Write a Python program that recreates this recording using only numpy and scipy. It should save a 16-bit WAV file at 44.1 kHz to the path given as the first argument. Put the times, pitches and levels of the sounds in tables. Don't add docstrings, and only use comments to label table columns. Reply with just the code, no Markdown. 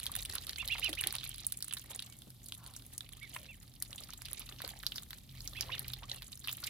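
import sys
import numpy as np
from scipy import signal
from scipy.fft import rfft, irfft, next_fast_len
from scipy.io import wavfile
from scipy.ndimage import uniform_filter1d

SR = 44100
rng = np.random.default_rng(int(sys.argv[2]) if len(sys.argv) > 2 else 0)


def pcm_store(signal):
    levels = np.round(np.clip(np.atleast_2d(signal), -1, 1) * 32767)
    wavfile.write(sys.argv[1], SR, levels.astype(np.int16).T)


N = 295029
TIME = np.arange(N) / SR

# start_s, hollow_level_db, hollow_pitch_hz, tick_level_db, bowl_knock_level_db, decay_ms
SMACK_EVENTS = [(.0314, -48, 3560, -43, -65, 0.9), (.0658, -35.5, 3720, -41, -57, 0.59),
                (.117, -66, 4100, -40, -65, 1.1), (.153, -45.5, 3140, -36.5, -46.5, 1.5),
                (.163, -45.5, 3400, -36, -54, 1), (.225, -46, 4000, -54, -66, 0.64),
                (.2506, -44.5, 2980, -41.5, -66, 1.6), (.2575, -44.5, 4200, -47, -73, 1.6),
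                (.2976, -42.5, 4170, -47, -50, 2.1), (.3357, -56, 4450, -45, -52, 2.4),
                (.3541, -46.5, 3800, -36.5, -47, 1.3), (.3822, -40.5, 4000, -53, -58, 1.3),
                (.468, -49.5, 3850, -43, -67, 1.2), (.494, -37.5, 4080, -46, -51, .9),
                (.5314, -44.5, 3800, -53, -56, 1.2), (.5595, -43.5, 3900, -61, -57, 1.7),
                (.6767, -40.5, 3950, -39.5, -63, 1.3), (.6837, -42, 3840, -43.5, -71, 4.6),
                (.7573, -49, 2680, -70, -49, 1.6), (.782, -44, 3270, -48, -52, 1.5),
                (.7952, -55, 3810, -41, -69, 1.2), (.8437, -41, 4700, -38, -49, 2.3),
                (.8919, -45, 4100, -40, -55, 6.1), (.9296, -38, 3350, -44, -55, 1.3),
                (.9517, -52, 4650, -48, -74, 1.7), (1.0114, -64, 3290, -33, -53, 0.62),
                (1.0383, -34.5, 2950, -45, -45, .8), (1.0714, -36.5, 4000, -30.5, -51, 1.4),
                (1.1071, -43, 4370, -63, -68, 0.63), (1.1253, -53, 3630, -40, -52, .7),
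                (1.152, -43.5, 3310, -36.5, -47.5, 2.4), (1.1839, -41, 3900, -62, -61, 0.74),
                (1.233, -45, 3300, -65, -55, 2.1), (1.2924, -68, 5340, -40, -59, 0.7),
                (1.3817, -55, 3390, -46.5, -61, .6), (1.4668, -62, 5020, -29.5, -64, .6),
                (1.523, -47.5, 3930, -34.5, -57, 0.42), (1.573, -76, 5680, -42, -68, .5),
                (1.625, -41, 4670, -37.5, -57, 0.47), (1.644, -56, 3800, -43, -60, .9),
                (1.6822, -75, 4570, -43.5, -59, .5), (1.709, -43, 3450, -63, -56, 4),
                (1.7254, -49, 3340, -44, -51.5, 0.58), (1.7365, -46.5, 2930, -34, -59, 0.77),
                (1.7685, -42.5, 3940, -50, -49, 6.9), (1.9143, -51, 3100, -51, -54, 3.6),
                (1.9602, -65, 4120, -42.5, -72, 1.9), (1.9927, -38.5, 3720, -63, -63, 0.7),
                (2.0228, -45.5, 4030, -48, -73, 3.2), (2.4593, -54.5, 4400, -48, -86, 6.9),
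                (2.5223, -41.5, 3460, -47, -54.5, .9), (2.663, -51.5, 3850, -52, -61, 0.79),
                (2.7636, -48, 6360, -48, -60, 2.3), (2.9793, -47.5, 5900, -39.5, -71, 1.4),
                (3.0069, -44, 3500, -51, -55.5, 1.6), (3.1332, -51, 3150, -54, -78, 1.8),
                (3.347, -50, 3260, -46, -65, 3), (3.3635, -43, 2350, -50, -49, 2.2),
                (3.824, -44, 4500, -34, -54, .9), (3.9294, -45.5, 3320, -52, -59, 1.3),
                (3.98, -45.5, 3440, -53.5, -68, 9.6), (4.0365, -49.5, 4520, -53, -69, 1.9),
                (4.2194, -52, 5170, -49, -53, .8), (4.2547, -47.5, 4420, -48, -61, 1.6),
                (4.3315, -52, 3820, -37.5, -55, .4), (4.3946, -56, 5000, -43, -62, 7.1),
                (4.4904, -48, 4150, -61, -72, 2), (4.6186, -50, 3650, -42, -50, 1.3),
                (4.648, -42.5, 4040, -49, -50, 0.9), (4.677, -53, 4430, -44.5, -56, .7),
                (4.8344, -51, 3520, -55, -46.5, 0.9), (4.8657, -32.5, 4720, -37.5, -52, 0.37),
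                (4.92, -40.5, 3100, -58, -66, 3), (4.958, -42, 5030, -44, -55.5, 10),
                (4.981, -39.5, 3650, -51, -48, 1.4), (5.1058, -50, 3880, -45.5, -54.5, 5),
                (5.131, -48, 4170, -56, -49, 1.5), (5.4055, -48, 4460, -56, -68, 1.2),
                (5.4754, -40.5, 5540, -49, -58, 1.5), (5.609, -33, 4930, -36.5, -48, 0.65),
                (5.624, -44, 4760, -60, -77, 1.1), (5.78, -45.5, 3900, -59, -55, 1.9),
                (5.7935, -48.5, 4270, -37, -70, 0.7), (5.8818, -52, 4320, -40, -77, 1.2),
                (5.9346, -38.5, 3860, -44, -57, 2.6), (6.0965, -44.5, 3800, -60, -69, 1.9),
                (6.1152, -36.5, 4000, -61, -76, 1.9), (6.2213, -48, 4040, -53, -52.5, 1.2),
                (6.3285, -48.5, 3880, -55, -72, 2.5), (6.441, -44, 4130, -52, -53, 21),
                (6.4735, -45, 3430, -42, -49, 1.2), (6.483, -36, 2880, -57, -65, .6),
                (6.491, -37.5, 3300, -48, -50, 7.8), (6.528, -64, 4930, -38.5, -58, 0.82),
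                (6.6379, -38, 4400, -45, -57, 6.4)]
# time_s, pitch_hz
TICK_PITCH_CURVE = [(0, 10400), (1.1, 10400), (1.5, 9800), (4.3, 9800), (4.4, 11900), (6.69, 11900)]
# time_s, slosh_level_db, nibble_level_db, spray_level_db
DABBLE_CURVE = [(0.0, -63, -55, -53.5), (0.43, -66.5, -57, -57.5), (0.74, -63, -52.5, -55.5),
                (0.95, -58, -53.5, -55), (1.36, -72, -57.5, -59.5), (1.64, -71, -59.5, -58),
                (2.03, -68.5, -61, -61), (2.35, -84, -68.5, -62.5), (3.26, -70.5, -62.5, -63.5),
                (3.71, -79, -70, -69), (4.13, -67, -59, -60), (4.58, -68, -56.5, -62),
                (4.77, -65.5, -60.5, -58), (5.16, -78.5, -66, -66), (5.4, -77.5, -63.5, -64.5),
                (5.7, -60, -55.5, -64.5), (6.39, -73, -62.5, -59.5), (6.69, -65.5, -53, -53)]
# frequency_hz, level_db
SLOSH_COLOUR = [(250, 6), (500, -1.5), (800, 0), (1300, -1), (2000, 1), (3000, 5)]
# frequency_hz, level_db
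NIBBLE_COLOUR = [(1200, -5), (2000, -1.5), (2800, 2.5), (3800, 4.5), (4700, -1), (5800, -5), (8000, -13.5)]
# frequency_hz, level_db
SPRAY_COLOUR = [(5000, -2), (6500, 3.5), (8700, -7), (9900, 1), (11500, -7), (14300, 0), (16000, -19)]
# start_s, level_db, starting_pitch_hz, decay_ms, splash_level_db
PLOP_EVENTS = [(.095, -41, 1100, 4.6, -3), (.36, -43.5, 1390, 10.4, 22), (.626, -42.5, 1136, 4.1, 1),
               (.752, -41, 880, 5, 5), (.784, -47, 850, 4.9, -13), (.888, -39, 670, 3.6, -6),
               (.893, -41.5, 298, 17.6, -3.5), (.93, -47, 450, 7.2, 8), (1.062, -45.5, 340, 11, 11),
               (1.14, -48, 1080, 16, 5), (1.902, -52.5, 690, 19, 23), (2.27, -45.5, 198, 10.3, 4),
               (3.362, -34, 1220, 2.5, 27), (3.895, -54, 560, 6.6, 16), (4.092, -43, 1210, 3.3, 3),
               (4.603, -38, 1080, 2.8, 17), (4.636, -46, 730, 5.9, 0), (4.64, -48, 420, 19, 23),
               (4.663, -52, 950, 17, 13), (5.693, -37.5, 993, 4.2, -15), (6.022, -44, 890, 6.3, 2.5),
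               (6.038, -45, 1080, 6.1, -15), (6.49, -45, 1075, 8.5, 3), (6.629, -46.5, 1330, 12, 4)]
# start_s, top_s, end_s, top_pitch_hz, droop_share, level_db, second_to_first_pitch_ratio, second_level_db
PEEP_EVENTS = [(.579, .609, .641, 2770, .29, -38, 1.29, -5), (.694, .726, .762, 2850, .31, -32.5, 1.22, -8),
               (.818, .841, .900, 3100, .42, -33.3, 1.33, -10),
               (.841, .865, .898, 2940, .45, -37, 1.25, -15),
               (.971, .996, 1.023, 2970, .4, -36.5, 1.28, -12),
               (2.00, 2.02, 2.10, 2880, .14, -66, 1.3, -15), (2.07, 2.11, 2.19, 2260, .05, -69, 1.3, -15),
               (3.208, 3.230, 3.280, 2290, .22, -47, 1.6, -11),
               (3.480, 3.492, 3.556, 2740, .4, -49.5, 1.3, -14),
               (5.550, 5.579, 5.622, 2680, .38, -44.5, 1.28, -4),
               (5.705, 5.735, 5.773, 3000, .42, -39.5, 1.27, -2),
               (5.85, 5.89, 5.94, 2480, .05, -62, 1.2, -12), (6.11, 6.15, 6.25, 2830, .18, -61, 1.2, -14)]
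# start_s, length_s, start_pitch_hz, end_pitch_hz, level_db, roughness_0_to_1
FAR_CALL_EVENTS = [(2.551, 0.21, 1151, 975, -65, 0.27), (3.286, 0.24, 666, 540, -69, 0.14),
                   (5.608, 0.214, 636, 693, -70, .05), (5.633, 0.16, 495, 532, -65.5, 0.14)]
# frequency_hz, level_db
AIR_COLOUR = [(250, 10), (400, -4), (700, -2.5), (1500, -12), (2300, -17), (3500, -2), (7000, -12),
              (10000, -4.5), (14000, -3), (15500, -15)]
# frequency_hz, level_db
RUMBLE_COLOUR = [(20, -30), (31, -26), (41, 7), (54, -5.5), (85, -3.5), (140, -8.5), (220, -13.5),
                 (320, -20), (520, -42.5)]
# time_s, rumble_level_db, drone_level_db
TRAFFIC_CURVE = [(0.0, -51.5, -63.5), (1.23, -53.5, -60), (1.6, -63, -62.5), (2.7, -62.5, -60.5),
                 (4.7, -56.5, -61.5), (5.2, -59.5, -60.5), (5.8, -56, -49.5), (6.32, -60, -61.5),
                 (6.69, -61, -56.5)]

PEEP_PAN_DB, BILL_PAN_DB, BILL_PAN_SPREAD_DB = -7.5, -3.5, 1.5
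LEFT_LAG_MS = 0.037
SOFT_PER_S, SOFT_OVER_DB, SOFT_SPREAD_DB = 8, 7, 2
SOFT_HZ, SOFT_SCATTER, SOFT_DECAY_MS = 3940, .18, 1.2
TICK_SCATTER = .04
SPURTS_PER_S, SPURT_DB = 16, 2
RISE_PER_CYCLE = 0.0088
BUBBLES_PER_S, BUBBLE_HZ, BUBBLE_SCATTER, BUBBLE_CYCLES = 24, 3400, .24, 6
BUBBLE_OVER_DB, BUBBLE_SPREAD_DB, BUBBLE_SPLASH_DB = 11, 2.5, -1
DRONE_HZ = 122.6
TOP_HZ = 16000


def undb(db):
    return 10 ** (np.asarray(db) / 20)


def unit(x):
    return x / np.sqrt(np.mean(x ** 2) + 1e-20)


def curves(table):
    s, *columns = np.transpose(table)
    return [np.interp(TIME, s, column) for column in columns]


def colour(x, points):
    hz, db = np.transpose(points)
    size = next_fast_len(N)
    f = np.maximum(np.arange(size // 2 + 1) * SR / size, 1)
    ends = np.minimum(f / hz[0], 1) ** 2 * np.minimum(hz[-1] / f, 1) ** 2
    gains = ends * undb(np.interp(np.log(f), np.log(hz), db))
    return irfft(rfft(x, size) * gains, size)[..., :N]


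def resonate(x, hz, q):
    b, a = signal.iirpeak(hz, q, fs=SR)
    once = signal.lfilter(b, a, x)
    return signal.lfilter(b, a, once)


def walk(rate):
    k = max(int(SR / rate), 2)
    steps = np.repeat(rng.standard_normal(N // k + 1), k)
    smooth = uniform_filter1d(uniform_filter1d(steps, k), k)
    return unit(smooth[:N])


def ears(width, size):
    common = rng.standard_normal(size)
    return (common + width * rng.standard_normal((2, size))) / np.hypot(1, width)


def pan(db):
    return unit(undb(np.array([[db], [-db]]) / 2))


def add(out, s, sound):
    i = int(s * SR)
    out[:, i:i + sound.shape[-1]] += sound[..., :N - i]


def smacks(rows, tick_trim_db=-1.0, knock_trim_db=-2, fizz_db=-9, fizz_spread_db=3,
           tail_db=-15, tail_ms=5, snap=1.0, width=1.0):
    out = np.zeros((2, N))
    ms = np.arange(SR // 20) * 1000 / SR
    for s, hollow_db, hollow_hz, wet_db, bowl_db, decay_ms in rows:
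        film, fizz, place = rng.standard_normal(3)
        tick_hz = np.interp(s, *np.transpose(TICK_PITCH_CURVE)) * np.exp(TICK_SCATTER * film)
        shape = np.exp(-ms / decay_ms) + undb(tail_db) * np.exp(-ms / tail_ms)
        parts = [(hollow_db, hollow_hz, 2.6),
                 (wet_db + tick_trim_db, tick_hz, 3.4),
                 (wet_db + fizz_db + fizz_spread_db * fizz, 14000, 3.0),
                 (bowl_db + knock_trim_db, 1550, 1.3)]
        sound = 0
        for db, hz, q in parts:
            jumps = np.repeat(rng.standard_normal(len(ms)), 40)[:len(ms)]
            spatter = np.where(ms > 1, undb(4 * jumps), 1)
            burst = ears(width, size=len(ms)) * shape * spatter
            burst[:, 0] += snap
            sound = sound + undb(db) * unit(resonate(burst, hz, q))
        lags = rng.integers(0, 2, 2)
        sound = np.array([np.pad(ear, (lag, 8 - lag)) for ear, lag in zip(sound, lags)])
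        level = np.sqrt(10 / ms[-1])
        add(out, s, pan(BILL_PAN_DB + BILL_PAN_SPREAD_DB * place) * sound * level)
    return out


def soft_smacks():
    slosh, nibble, spray = curves(DABBLE_CURVE)
    rows = []
    for k, chance in enumerate(rng.standard_normal((int(SOFT_PER_S * N / SR), 5))):
        s = np.clip((k + .5 + .5 * chance[0]) / SOFT_PER_S, 0, TIME[-1])
        around = np.array([np.interp(s, TIME, level) for level in (nibble, spray, slosh)])
        hollow_db, wet_db, bowl_db = around + SOFT_OVER_DB + SOFT_SPREAD_DB * chance[2:]
        hollow_hz = SOFT_HZ * np.exp(SOFT_SCATTER * chance[1])
        rows.append((s, hollow_db, hollow_hz, wet_db, bowl_db, SOFT_DECAY_MS))
    return rows


def patter(pitches, rate, spread_db, cycles, bed, bunch):
    hits = np.flatnonzero(rng.random(N) < rate / SR * bunch)
    size_db = spread_db * np.minimum(rng.exponential(size=len(hits)), 2)
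    out = 0
    for hz in pitches:
        kicks = np.zeros(N)
        kicks[hits] = undb(size_db + rng.uniform(-9.5, 14.6, len(hits))) ** 2
        power = signal.lfilter([1], [1, -np.exp(-2 * hz / (cycles * SR))], kicks)
        grains = ears(1.0, size=N) * np.sqrt(power / power.mean() + bed)
        out = out + np.sqrt(hz) * unit(resonate(grains, hz, 3.0))
    return out


def dabbling(slosh_trim_db=3, nibble_trim_db=1, spray_trim_db=4, bunch_db=2.5):
    slosh, nibble, spray = curves(DABBLE_CURVE) + SPURT_DB * walk(SPURTS_PER_S)
    bunch = undb(bunch_db * np.clip(walk(70), -2, 1)) ** 2
    bunch = bunch / bunch.mean()
    water = patter([397, 560, 770, 1188, 1873], rate=120, spread_db=7.5, cycles=7.2, bed=0.15, bunch=bunch)
    bills = patter([2270, 3060, 3970, 4680, 5880], rate=130, spread_db=6.5, cycles=16.7, bed=0.06, bunch=bunch)
    drops = patter([8200, 10640, 11700, 15700], rate=150, spread_db=9.5, cycles=34, bed=0.062, bunch=bunch)
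    sloshing = undb(slosh + slosh_trim_db) * unit(colour(water, SLOSH_COLOUR))
    nibbling = undb(nibble + nibble_trim_db) * unit(colour(bills, NIBBLE_COLOUR))
    spraying = undb(spray + spray_trim_db) * unit(colour(drops, SPRAY_COLOUR))
    return sloshing + pan(-5.5) * nibbling + pan(-1.8) * spraying


def plops(rows, rise_ms=1.0):
    out = np.zeros((2, N))
    t = np.arange(SR // 10) / SR
    ms = 1000 * t
    for s, db, hz, decay_ms, splash_db in rows:
        rising_hz = hz * (1 + RISE_PER_CYCLE * hz * t)
        bubble = np.sqrt(2) * np.sin(2 * np.pi * np.cumsum(rising_hz) / SR)
        splash = undb(splash_db) * unit(resonate(ears(0.87, size=len(ms)), hz, 1.0))
        shape = (1 - np.exp(-ms / rise_ms)) * np.exp(-ms / decay_ms)
        add(out, s, undb(db) * unit(bubble + splash) * shape)
    return out


def bubbles():
    nibble = curves(DABBLE_CURVE)[1]
    rows = []
    for k, chance in enumerate(rng.standard_normal((int(BUBBLES_PER_S * N / SR), 3))):
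        s = np.clip((k + chance[0]) / BUBBLES_PER_S, 0, TIME[-1])
        hz = BUBBLE_HZ * np.exp(BUBBLE_SCATTER * min(chance[1], 1))
        db = np.interp(s, TIME, nibble) + BUBBLE_OVER_DB + BUBBLE_SPREAD_DB * chance[2]
        decay_ms = 1000 * BUBBLE_CYCLES / hz
        rows.append((s, db, hz, decay_ms, BUBBLE_SPLASH_DB))
    return rows


def peeps(quaver=.012, flutter_db=2.5, overtone_db=-28, rasp_db=-17, focus=.4, edge=.28, bend=1.6):
    out, waver = np.zeros((2, N)), walk(350)
    throb = walk(270) + np.array([walk(270), walk(110)])
    for start, top, end, top_hz, droop, db, ratio, second_db in PEEP_EVENTS:
        span = (TIME >= start) & (TIME < end)
        arch = np.interp(TIME[span], [start, top, end], [-1, 0, 1])
        hz = top_hz * (1 - droop * np.abs(arch) ** bend)
        phase = 2 * np.pi * np.cumsum(hz * (1 + quaver * waver[span])) / SR
        push = np.exp(-(arch / focus) ** 2)
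        effort = (edge + (1 - edge) * push) * np.sqrt(np.maximum(1 - arch ** 4, 0))
        first = np.sin(phase) + undb(overtone_db) * np.sin(2 * phase)
        sideband = 0.18 * np.sin((2 * ratio - 1) * phase)
        second = undb(second_db) * (1 - arch ** 4) * (np.sin(ratio * phase) + sideband)
        rasp = undb(rasp_db) * unit(resonate(ears(0.9, size=len(phase)), 2670, 2.0))
        level = undb(db + flutter_db * (1 - push) * throb[:, span])
        voice = np.sqrt(2) * (first + second + rasp) * effort * level
        add(out, start, pan(PEEP_PAN_DB) * voice)
    return out


def yard(x, wet_db=-13, t60=0.14, far_db=-25, far_t60=.5):
    t = np.arange(SR // 2) / SR
    echo = 0
    tails = [rng.standard_normal((2, len(t))) * undb(-60 * t / d) * (t > .002) for d in (t60, far_t60)]
    for db, tail in zip((wet_db, far_db), tails):
        echo = echo + undb(db) * tail / np.sqrt(np.sum(tail ** 2) / 2)
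    echo = signal.sosfilt(signal.butter(1, 7000, fs=SR, output="sos"), echo)
    return x + signal.fftconvolve(x, echo, axes=1)[:, :N]


def ports(x):
    size = next_fast_len(N + 64)
    f = np.arange(size // 2 + 1) * SR / size
    turn = np.exp(-2j * np.pi * f * LEFT_LAG_MS / 1000)
    left = irfft(rfft(x[0], size) * turn, size)[:N]
    return np.array([left, x[1]])


def far_calls(waver=0.0207, overtone_db=-5):
    out, drift, scatter = np.zeros((2, N)), walk(40), walk(1100)
    for start, length, start_hz, end_hz, db, rough in FAR_CALL_EVENTS:
        span = (TIME >= start) & (TIME < start + length)
        part = (TIME[span] - start) / length
        glide_hz = start_hz + (end_hz - start_hz) * part
        hz = glide_hz * (1 + waver * drift[span] + rough * scatter[span])
        phase = 2 * np.pi * np.cumsum(hz) / SR
        voice = np.sin(phase) + undb(overtone_db) * np.sin(4 * phase)
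        add(out, start, undb(db) * unit(voice * np.sin(np.pi * part)))
    return out


def outdoors(air_db=-67, rumble_trim_db=1, drone_trim_db=-2, throb_db=-4):
    rumble, drone = curves(TRAFFIC_CURVE)
    air = undb(air_db + 3.2 * walk(8.6)) * unit(colour(ears(1.0, size=N), AIR_COLOUR))
    low = unit(colour(ears(0.43, size=N), RUMBLE_COLOUR))
    deep = signal.sosfiltfilt(signal.butter(2, 100, fs=SR, output="sos"), low)
    murmur = undb(-57.5) * (low - deep)
    road = undb(rumble + rumble_trim_db) * deep + murmur
    phase = 2 * np.pi * np.cumsum(DRONE_HZ * (1 + 0.0353 * walk(22))) / SR
    throb = unit(resonate(ears(0.25, size=N), 80, 1.1))
    tone = unit(np.sin(phase) * undb(2.8 * walk(17)))
    engine = undb(drone + drone_trim_db) * (tone + undb(throb_db) * throb)
    return air + pan(0.2) * (road + engine)


def scene():
    background, water = outdoors(), dabbling()
    voices = peeps() + far_calls()
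    bowl = smacks(SMACK_EVENTS + soft_smacks()) + plops(PLOP_EVENTS + bubbles())
    return ports(yard(voices + bowl) + water) + background


def record(dry):
    return signal.sosfilt(signal.ellip(8, .2, 70, TOP_HZ, fs=SR, output="sos"), dry)


dry = scene()
out = record(dry)
pcm_store(out)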